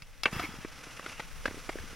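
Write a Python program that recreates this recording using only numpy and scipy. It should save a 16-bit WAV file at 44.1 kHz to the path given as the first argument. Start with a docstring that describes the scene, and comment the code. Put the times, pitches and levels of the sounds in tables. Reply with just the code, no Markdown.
"""Out on lake ice, close up: touring skates heard from the microphone of the skater's own camera.
The blades rasp and hiss on the grain of the ice and knock over its ridges and bumps.
A steel pole tip clicks and rings; the loaded pole bites with a loud crack and scrapes along behind.
Pole and skates sit in the centre, the hiss lies wide, and light wind rumbles on the microphone."""
import sys
import numpy as np
from scipy import signal
from scipy.fft import rfft, irfft
from scipy.io import wavfile

SR = 44100
rng = np.random.default_rng(int(sys.argv[2]) if len(sys.argv) > 2 else 0)


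def wav_record(signal):
    """Record a signal, one row per channel, as 16-bit PCM in the file named by sys.argv[1]."""
    frames = np.transpose(np.atleast_2d(signal))
    bounded = np.clip(frames, -1, 1)
    # unit amplitude maps onto the largest positive 16-bit level
    quanta = np.round(bounded * 32767).astype(np.int16)
    wavfile.write(sys.argv[1], SR, quanta)


N = 85995

# rasp of the blades underfoot (t/s, level/dB) and its spectrum (f/Hz, level/dB)
RASP_FADER = [(0, -60.5), (0.21, -59.5), (0.32, -52), (0.5, -50.5), (0.62, -51.5), (0.69, -52.5),
              (0.8, -50), (0.92, -49.5), (1.045, -50.5), (1.09, -44.5), (1.16, -50.5), (1.22, -49.5),
              (1.27, -53), (1.42, -51.5), (1.55, -48.5), (1.67, -50), (1.83, -49), (1.95, -50.5)]
RASP_SPECTRUM = [(60, 4), (150, 4.5), (300, 1.5), (500, -8), (800, -4.5), (1400, 0.5), (2000, 0),
                 (2800, -3), (3600, -6.5), (4500, -8.5), (5800, -5.5), (7500, -15.5), (11000, -17.5),
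                 (16000, -46)]
# ring of the gliding skate (f/Hz, level/dB, t60/s)
SKATE_RING = [(466, 8.5, 0.031), (886, -4.5, 0.023), (1197, -0.5, 0.02), (1594, 0.5, 0.013),
              (1972, 0, 0.048), (2604, 0, 0.066), (2774, -1.5, 0.047), (6030, -2.5, 0.0048),
              (10800, -6, 0.006)]
# spectrum of the flutter in the glide's level (f/Hz, level/dB)
FLUTTER_SPECTRUM = [(4, -30), (14, 0), (40, -1), (120, -30), (500, -80)]
# the loaded edge sings faintly during the stroke (t/s, level/dB)
SING_FADER = [(0.6, -79), (0.9, -64.5), (0.98, -55), (1.05, -58), (1.1, -54), (1.19, -56.5), (1.26, -72)]
# fine hiss of the edges (t/s, level/dB) and its spectrum on each side (f/Hz, level/dB)
HISS_FADER = [(0, -67.5), (0.21, -68), (0.34, -49.5), (0.46, -53), (0.52, -58), (0.7, -61), (0.95, -56.5),
              (1.09, -56), (1.3, -58.5), (1.6, -55), (1.95, -58)]
HISS_LEFT_SPECTRUM = [(1000, -76), (3000, -60), (4300, 11), (5800, 22.5), (7500, 25), (11400, 5),
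                      (12200, -15), (16000, -13)]
HISS_RIGHT_SPECTRUM = [(1000, -37), (3000, -67), (4500, -2.5), (6000, 9), (8000, 4.5), (11200, 8.5),
                       (12500, -3.5), (16000, -9.5)]
# wind on the microphone (t/s, level/dB) and its spectrum (f/Hz, level/dB)
WIND_FADER = [(0, -50), (0.5, -48.5), (0.59, -47), (0.66, -50.5), (1.1, -55), (1.35, -43), (1.6, -47),
              (1.82, -43.5), (1.95, -47)]
WIND_SPECTRUM = [(8, -10.5), (25, 4), (45, -10), (80, -13.5), (140, -19), (300, -38), (1000, -44)]
# the steel tip touches the ice (t/s, level/dB)
TIP_TOUCHES = [(0.0211, -41), (0.234, -22), (1.459, -36)]
# ring of the tip (f/Hz, level/dB, t60/s) and spectrum of its click (f/Hz, level/dB)
TIP_RING = [(730, -17, .018), (1300, -7, .02), (2240, -7, 0.041), (2660, -6, 0.063), (2640, -24, 0.099),
            (3370, -13.5, 0.069), (4530, -11, 0.026), (5060, -12.5, 0.067), (5510, -8, 0.033),
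            (7540, -31, .07), (7900, -41, 0.07), (9200, -27, 0.051), (10270, -20, 0.04),
            (11000, -25.5, 0.063), (13710, -24, .025)]
CLICK_SPECTRUM = [(200, -14), (700, -1.5), (2500, 4), (5500, 3), (7500, -10.5), (11000, -21), (16000, -19)]
# bumps thump through skate and ice (t/s, level/dB, f/Hz, t60/s)
BUMPS = [(0.021, -36.5, 114, 0.022), (0.3279, -22, 163, 0.025), (0.3646, -19.5, 127, 0.023),
         (0.3945, -27.5, 230, 0.021), (0.3972, -28, 712, 0.03), (0.437, -29.5, 302, 0.054),
         (0.4893, -30, 190, 0.024), (0.5398, -30, 277, 0.013), (0.5861, -29, 178, 0.022),
         (0.6488, -21, 306, 0.014), (0.869, -34, 280, 0.022), (0.9950, -28.5, 358, 0.01),
         (1.0625, -30.5, 370, .014), (1.1960, -34, 300, 0.013), (1.4555, -18, 433, 0.012),
         (1.481, -34, 86, 0.098), (1.481, -20.5, 290, 0.014), (1.5097, -24, 294, 0.0098),
         (1.5435, -25.5, 305.6, 0.0095), (1.57, -33.5, 310, 0.017), (1.5772, -28, 297, 0.012),
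         (1.6913, -20.5, 323, 0.017), (1.756, -19.5, 357, 0.012), (1.7868, -35, 412, 0.021),
         (1.801, -34.5, 76.3, 0.12), (1.839, -32, 240, 0.016), (1.930, -33.5, 300, 0.014)]
# the pole catches, takes the skater's weight and settles (t/s, level/dB)
POLE_LOADS = [(0.2548, -19), (0.2561, -8), (0.2790, -39)]
# ring of the loaded pole (f/Hz, level/dB, t60/s)
POLE_RING = [(193, -9, .012), (380, -4, .012), (500, -2.5, 0.013), (802, -15, 0.027), (1168, -4.5, 0.029),
             (1558, -3, 0.02), (2118, 0, 0.02), (2307, -1, 0.02), (2674, -5, 0.04), (2860, -17.5, 0.053),
             (3150, -11.5, 0.024), (3570, -13.5, 0.019), (3950, -18.5, 0.015), (4600, -17.5, 0.015),
             (6400, -22, .012), (10200, -40, .012)]
# ice crunching under steel, and the chips it sheds (f/Hz, level/dB)
CRUNCH_SPECTRUM = [(100, -12), (300, -4), (550, -2), (950, -3), (1500, -2.5), (2300, -2.5), (3000, -19),
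                   (4500, -32.5), (8000, -31), (16000, -48)]
CHIP_SPECTRUM = [(1000, -22), (3300, 10), (5700, -0.5), (7500, -8), (11000, -9), (16000, -33)]
# scrape of the planted tip (t/s, level/dB) and its spectrum (f/Hz, level/dB)
SCRAPE_FADER = [(0.305, -68.5), (0.335, -41), (0.358, -39), (0.38, -41), (0.415, -40), (0.44, -40),
                (0.458, -43), (0.48, -49), (0.56, -52), (0.66, -58.5)]
SCRAPE_SPECTRUM = [(80, 3.5), (400, -2), (750, -6.5), (1300, 1), (1900, -0.5), (2700, -7), (4200, -14.5),
                   (5600, -16.5), (7500, -45), (11300, -33), (16000, -22)]
# steel resonances that the scrape keeps ringing (f/Hz, level/dB, t60/s)
SCRAPE_RING = [(750, 5.5, 0.013), (1336, 1, 0.028), (2660, -3.5, 0.15), (3410, 0, 0.035),
               (4910, -1.5, 0.023), (5730, -1, .024), (8400, -35, 0.019), (9000, -48, 0.025),
               (10800, -28, 0.03), (11400, -4.5, 0.029), (13300, -19, .012)]
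# a blade hits a ridge (t/s, level/dB, grinding time/s, ring f/Hz, relative ring/dB, relative chips/dB)
RIDGES = [(0.327, -38.5, 0.0041, 2290, -24, -8), (0.3954, -30, 0.0012, 1270, 9.5, -6.5),
          (0.6478, -36.5, 0.0024, 1620, 3, -29), (0.683, -53, .001, 2780, -6, -0.5),
          (0.867, -50, 0.0069, 1400, -10, -27), (0.9947, -38.5, 0.00087, 1130, 10.5, -17),
          (1.0270, -47, 0.0033, 2760, 7, -14), (1.062, -32.5, 0.00071, 1440, 8, -14),
          (1.1959, -33, 0.0029, 1220, 6, -16), (1.2006, -35.5, 0.0015, 1930, 7, -15),
          (1.4540, -35.5, .002, 1520, -20, -24), (1.4562, -25, 0.0014, 1647, 12, -15.5),
          (1.4778, -36, 0.0055, 1920, 7, -17), (1.5090, -38, 0.0012, 1730, -8, -25),
          (1.6910, -31, 0.0022, 1360, -2, -24), (1.6941, -32.5, 0.0015, 2400, -18, -15.5),
          (1.729, -50, 0.0023, 2210, 15, -3), (1.7860, -42.5, 0.0012, 1690, 10, -12),
          (1.8010, -50, 0.0013, 2240, 12, -21)]
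# share of the sound scattered differently to each side (f/Hz, level/dB)
SCATTER_SPECTRUM = [(100, -29), (700, -27.5), (1300, -58), (2400, -23), (4400, -8), (8000, -3), (15000, 3)]


def undb(db):
    """Decibels to gain."""
    return 10 ** (np.asarray(db) / 20)


def unit(x):
    """Scale to rms 1."""
    return x / np.sqrt(np.mean(x ** 2))


def since(start):
    """Seconds since a moment, zero before it."""
    return np.maximum(np.arange(N) / SR - start, 0)


def fader(points):
    """Gain that follows (t/s, level/dB) points."""
    return undb(np.interp(np.arange(N) / SR, *np.array(points).T))


def equalise(x, spectrum):
    """Filter along (f/Hz, level/dB) points."""
    hz, db = np.array(spectrum).T
    f = np.maximum(np.fft.rfftfreq(N, 1 / SR), 1)
    return irfft(rfft(x) * undb(np.interp(np.log(f), np.log(hz), db)), N)


def noise(spectrum):
    """Coloured noise at rms 1."""
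    return unit(equalise(rng.standard_normal(N), spectrum))


def grains(per_s, spread_db):
    """Tiny fractures of the ice: random clicks, a few much larger than the rest."""
    size = undb(spread_db * np.minimum(rng.exponential(size=N), 6))
    return unit((rng.random(N) < per_s / SR) * size * rng.choice([-1, 1], N))


def burst(start, fall_s, hold_s=0):
    """Envelope with a sudden attack, a hold and an exponential fall."""
    t = since(start)
    return np.minimum(t / 0.00036, 1) * np.exp(-np.maximum(t - hold_s, 0) / fall_s)


def ring(start, modes, rise_s):
    """Damped modes (f/Hz, level/dB, t60/s) of alternating sign, set going by a push over rise_s."""
    t = since(start)
    waves = np.zeros(N)
    for k, (hz, db, t60) in enumerate(modes):
        decay = np.exp(-np.log(1000) * t / t60)
        waves -= (-1) ** k * undb(db) * np.sin(2 * np.pi * hz * t) * decay
    return waves * (1 - np.exp(-t / rise_s))


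def resonate(x, modes):
    """Modes kept ringing by a steady signal, at rms 1."""
    return unit(signal.fftconvolve(x, ring(0, modes, rise_s=1 / SR))[:N])


def glide():
    """Underfoot the blades rasp unevenly on the ice, ring and sing; their hiss differs left and right."""
    flutter = undb(1.38 * noise(FLUTTER_SPECTRUM))
    grit = grains(per_s=9000, spread_db=1.9)
    rasp = unit(equalise(grit, RASP_SPECTRUM)) + undb(-10.5) * resonate(grit, SKATE_RING)
    sing = fader(SING_FADER) * resonate(rng.standard_normal(N), [(2756, 0, 0.015)])
    hiss = np.array([undb(-9.5) * noise(HISS_LEFT_SPECTRUM), undb(-0.5) * noise(HISS_RIGHT_SPECTRUM)])
    centre = flutter * (fader(RASP_FADER) * rasp + sing)
    return centre + np.sqrt(flutter) * fader(HISS_FADER) * hiss


def wind():
    """Low buffeting right on the microphone, unrelated on the two sides and stronger on the left."""
    return fader(WIND_FADER) * np.array([noise(WIND_SPECTRUM), undb(-3) * noise(WIND_SPECTRUM)])


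def tip_taps():
    """A pole's length away, the steel tip clicks and rings each time it touches the ice."""
    out = np.zeros(N)
    for start, db in TIP_TOUCHES:
        click = undb(-4.5) * noise(CLICK_SPECTRUM) * burst(start, fall_s=0.0044)
        out += undb(db) * (ring(start, TIP_RING, rise_s=0.00038) + click)
    return out


def bump_thumps():
    """Each bump sends a dull thump through skate and ice: a low mode and one overtone."""
    out = np.zeros(N)
    for start, db, hz, t60 in BUMPS:
        overtone = (hz * 1.673, db - 8.5, 0.014)
        out += ring(start, [(hz, db, t60), overtone], rise_s=0.00097)
    return out


def pole_bite():
    """Close and loud, the loaded pole rings and cracks into the ice, which shudders and sheds chips."""
    out = np.zeros(N)
    push_s = 0.0022
    for start, db in POLE_LOADS:
        crack = undb(-23) * burst(start, fall_s=0.0018, hold_s=push_s)
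        shudder = undb(-21) * burst(start, fall_s=0.018)
        chips = undb(-37.5) * burst(start, fall_s=0.026) * noise(CHIP_SPECTRUM)
        crunch = (crack + shudder) * noise(CRUNCH_SPECTRUM)
        out += undb(db) * (ring(start, POLE_RING, rise_s=push_s) + crunch + chips)
    return out


def tip_scrape():
    """Dragged behind, the steel tip crumbles the ice, rings faintly and chatters just before it lifts."""
    crumbs = grains(per_s=5800, spread_db=1.5)
    scrape = unit(equalise(crumbs, SCRAPE_SPECTRUM)) + undb(-7.5) * resonate(crumbs, SCRAPE_RING)
    chatter_hz, band_hz, peak_s, width_s = 2190, 160, 0.4397, 0.015
    shaft = unit(signal.lfilter(*signal.iirpeak(chatter_hz, chatter_hz / band_hz, fs=SR), crumbs))
    swell = np.exp(-((since(0) - peak_s) / width_s) ** 2)
    return fader(SCRAPE_FADER) * scrape + undb(-35.5) * swell * shaft


def ridge_clacks():
    """At each ridge the blade grinds for an instant, rings and throws chips."""
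    out = np.zeros(N)
    crunch, spray = noise(CRUNCH_SPECTRUM), noise(CHIP_SPECTRUM)
    for start, db, grind_s, ring_hz, ring_db, chips_db in RIDGES:
        grind = crunch * burst(start, fall_s=0.0032, hold_s=grind_s)
        blade = ring(start, [(ring_hz, ring_db, 0.017)], rise_s=0.00085)
        chips = undb(chips_db) * spray * burst(start, fall_s=0.0076, hold_s=grind_s)
        out += undb(db) * (grind + blade + chips)
    return out


def scatter(x, fall_s):
    """Very short reflections make the treble differ between the microphone's left and right."""
    echoes = rng.standard_normal(N) * np.exp(-since(0) / fall_s)
    reflected = signal.fftconvolve(x, echoes / np.linalg.norm(echoes))[:N]
    side = equalise(reflected, SCATTER_SPECTRUM)
    return np.array([x + side, x - side])


def scene():
    """From the skater's position: pole and skates in the centre, hiss and wind around them."""
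    bed = glide() + wind()
    contacts = tip_taps() + bump_thumps() + pole_bite() + tip_scrape() + ridge_clacks()
    return bed + scatter(contacts, fall_s=0.00096)


def record(dry):
    """The camera cuts the top treble steeply."""
    top_hz = 15800
    return signal.sosfilt(signal.ellip(10, .2, 70, top_hz, fs=SR, output="sos"), dry)


dry = scene()
out = record(dry)
wav_record(out)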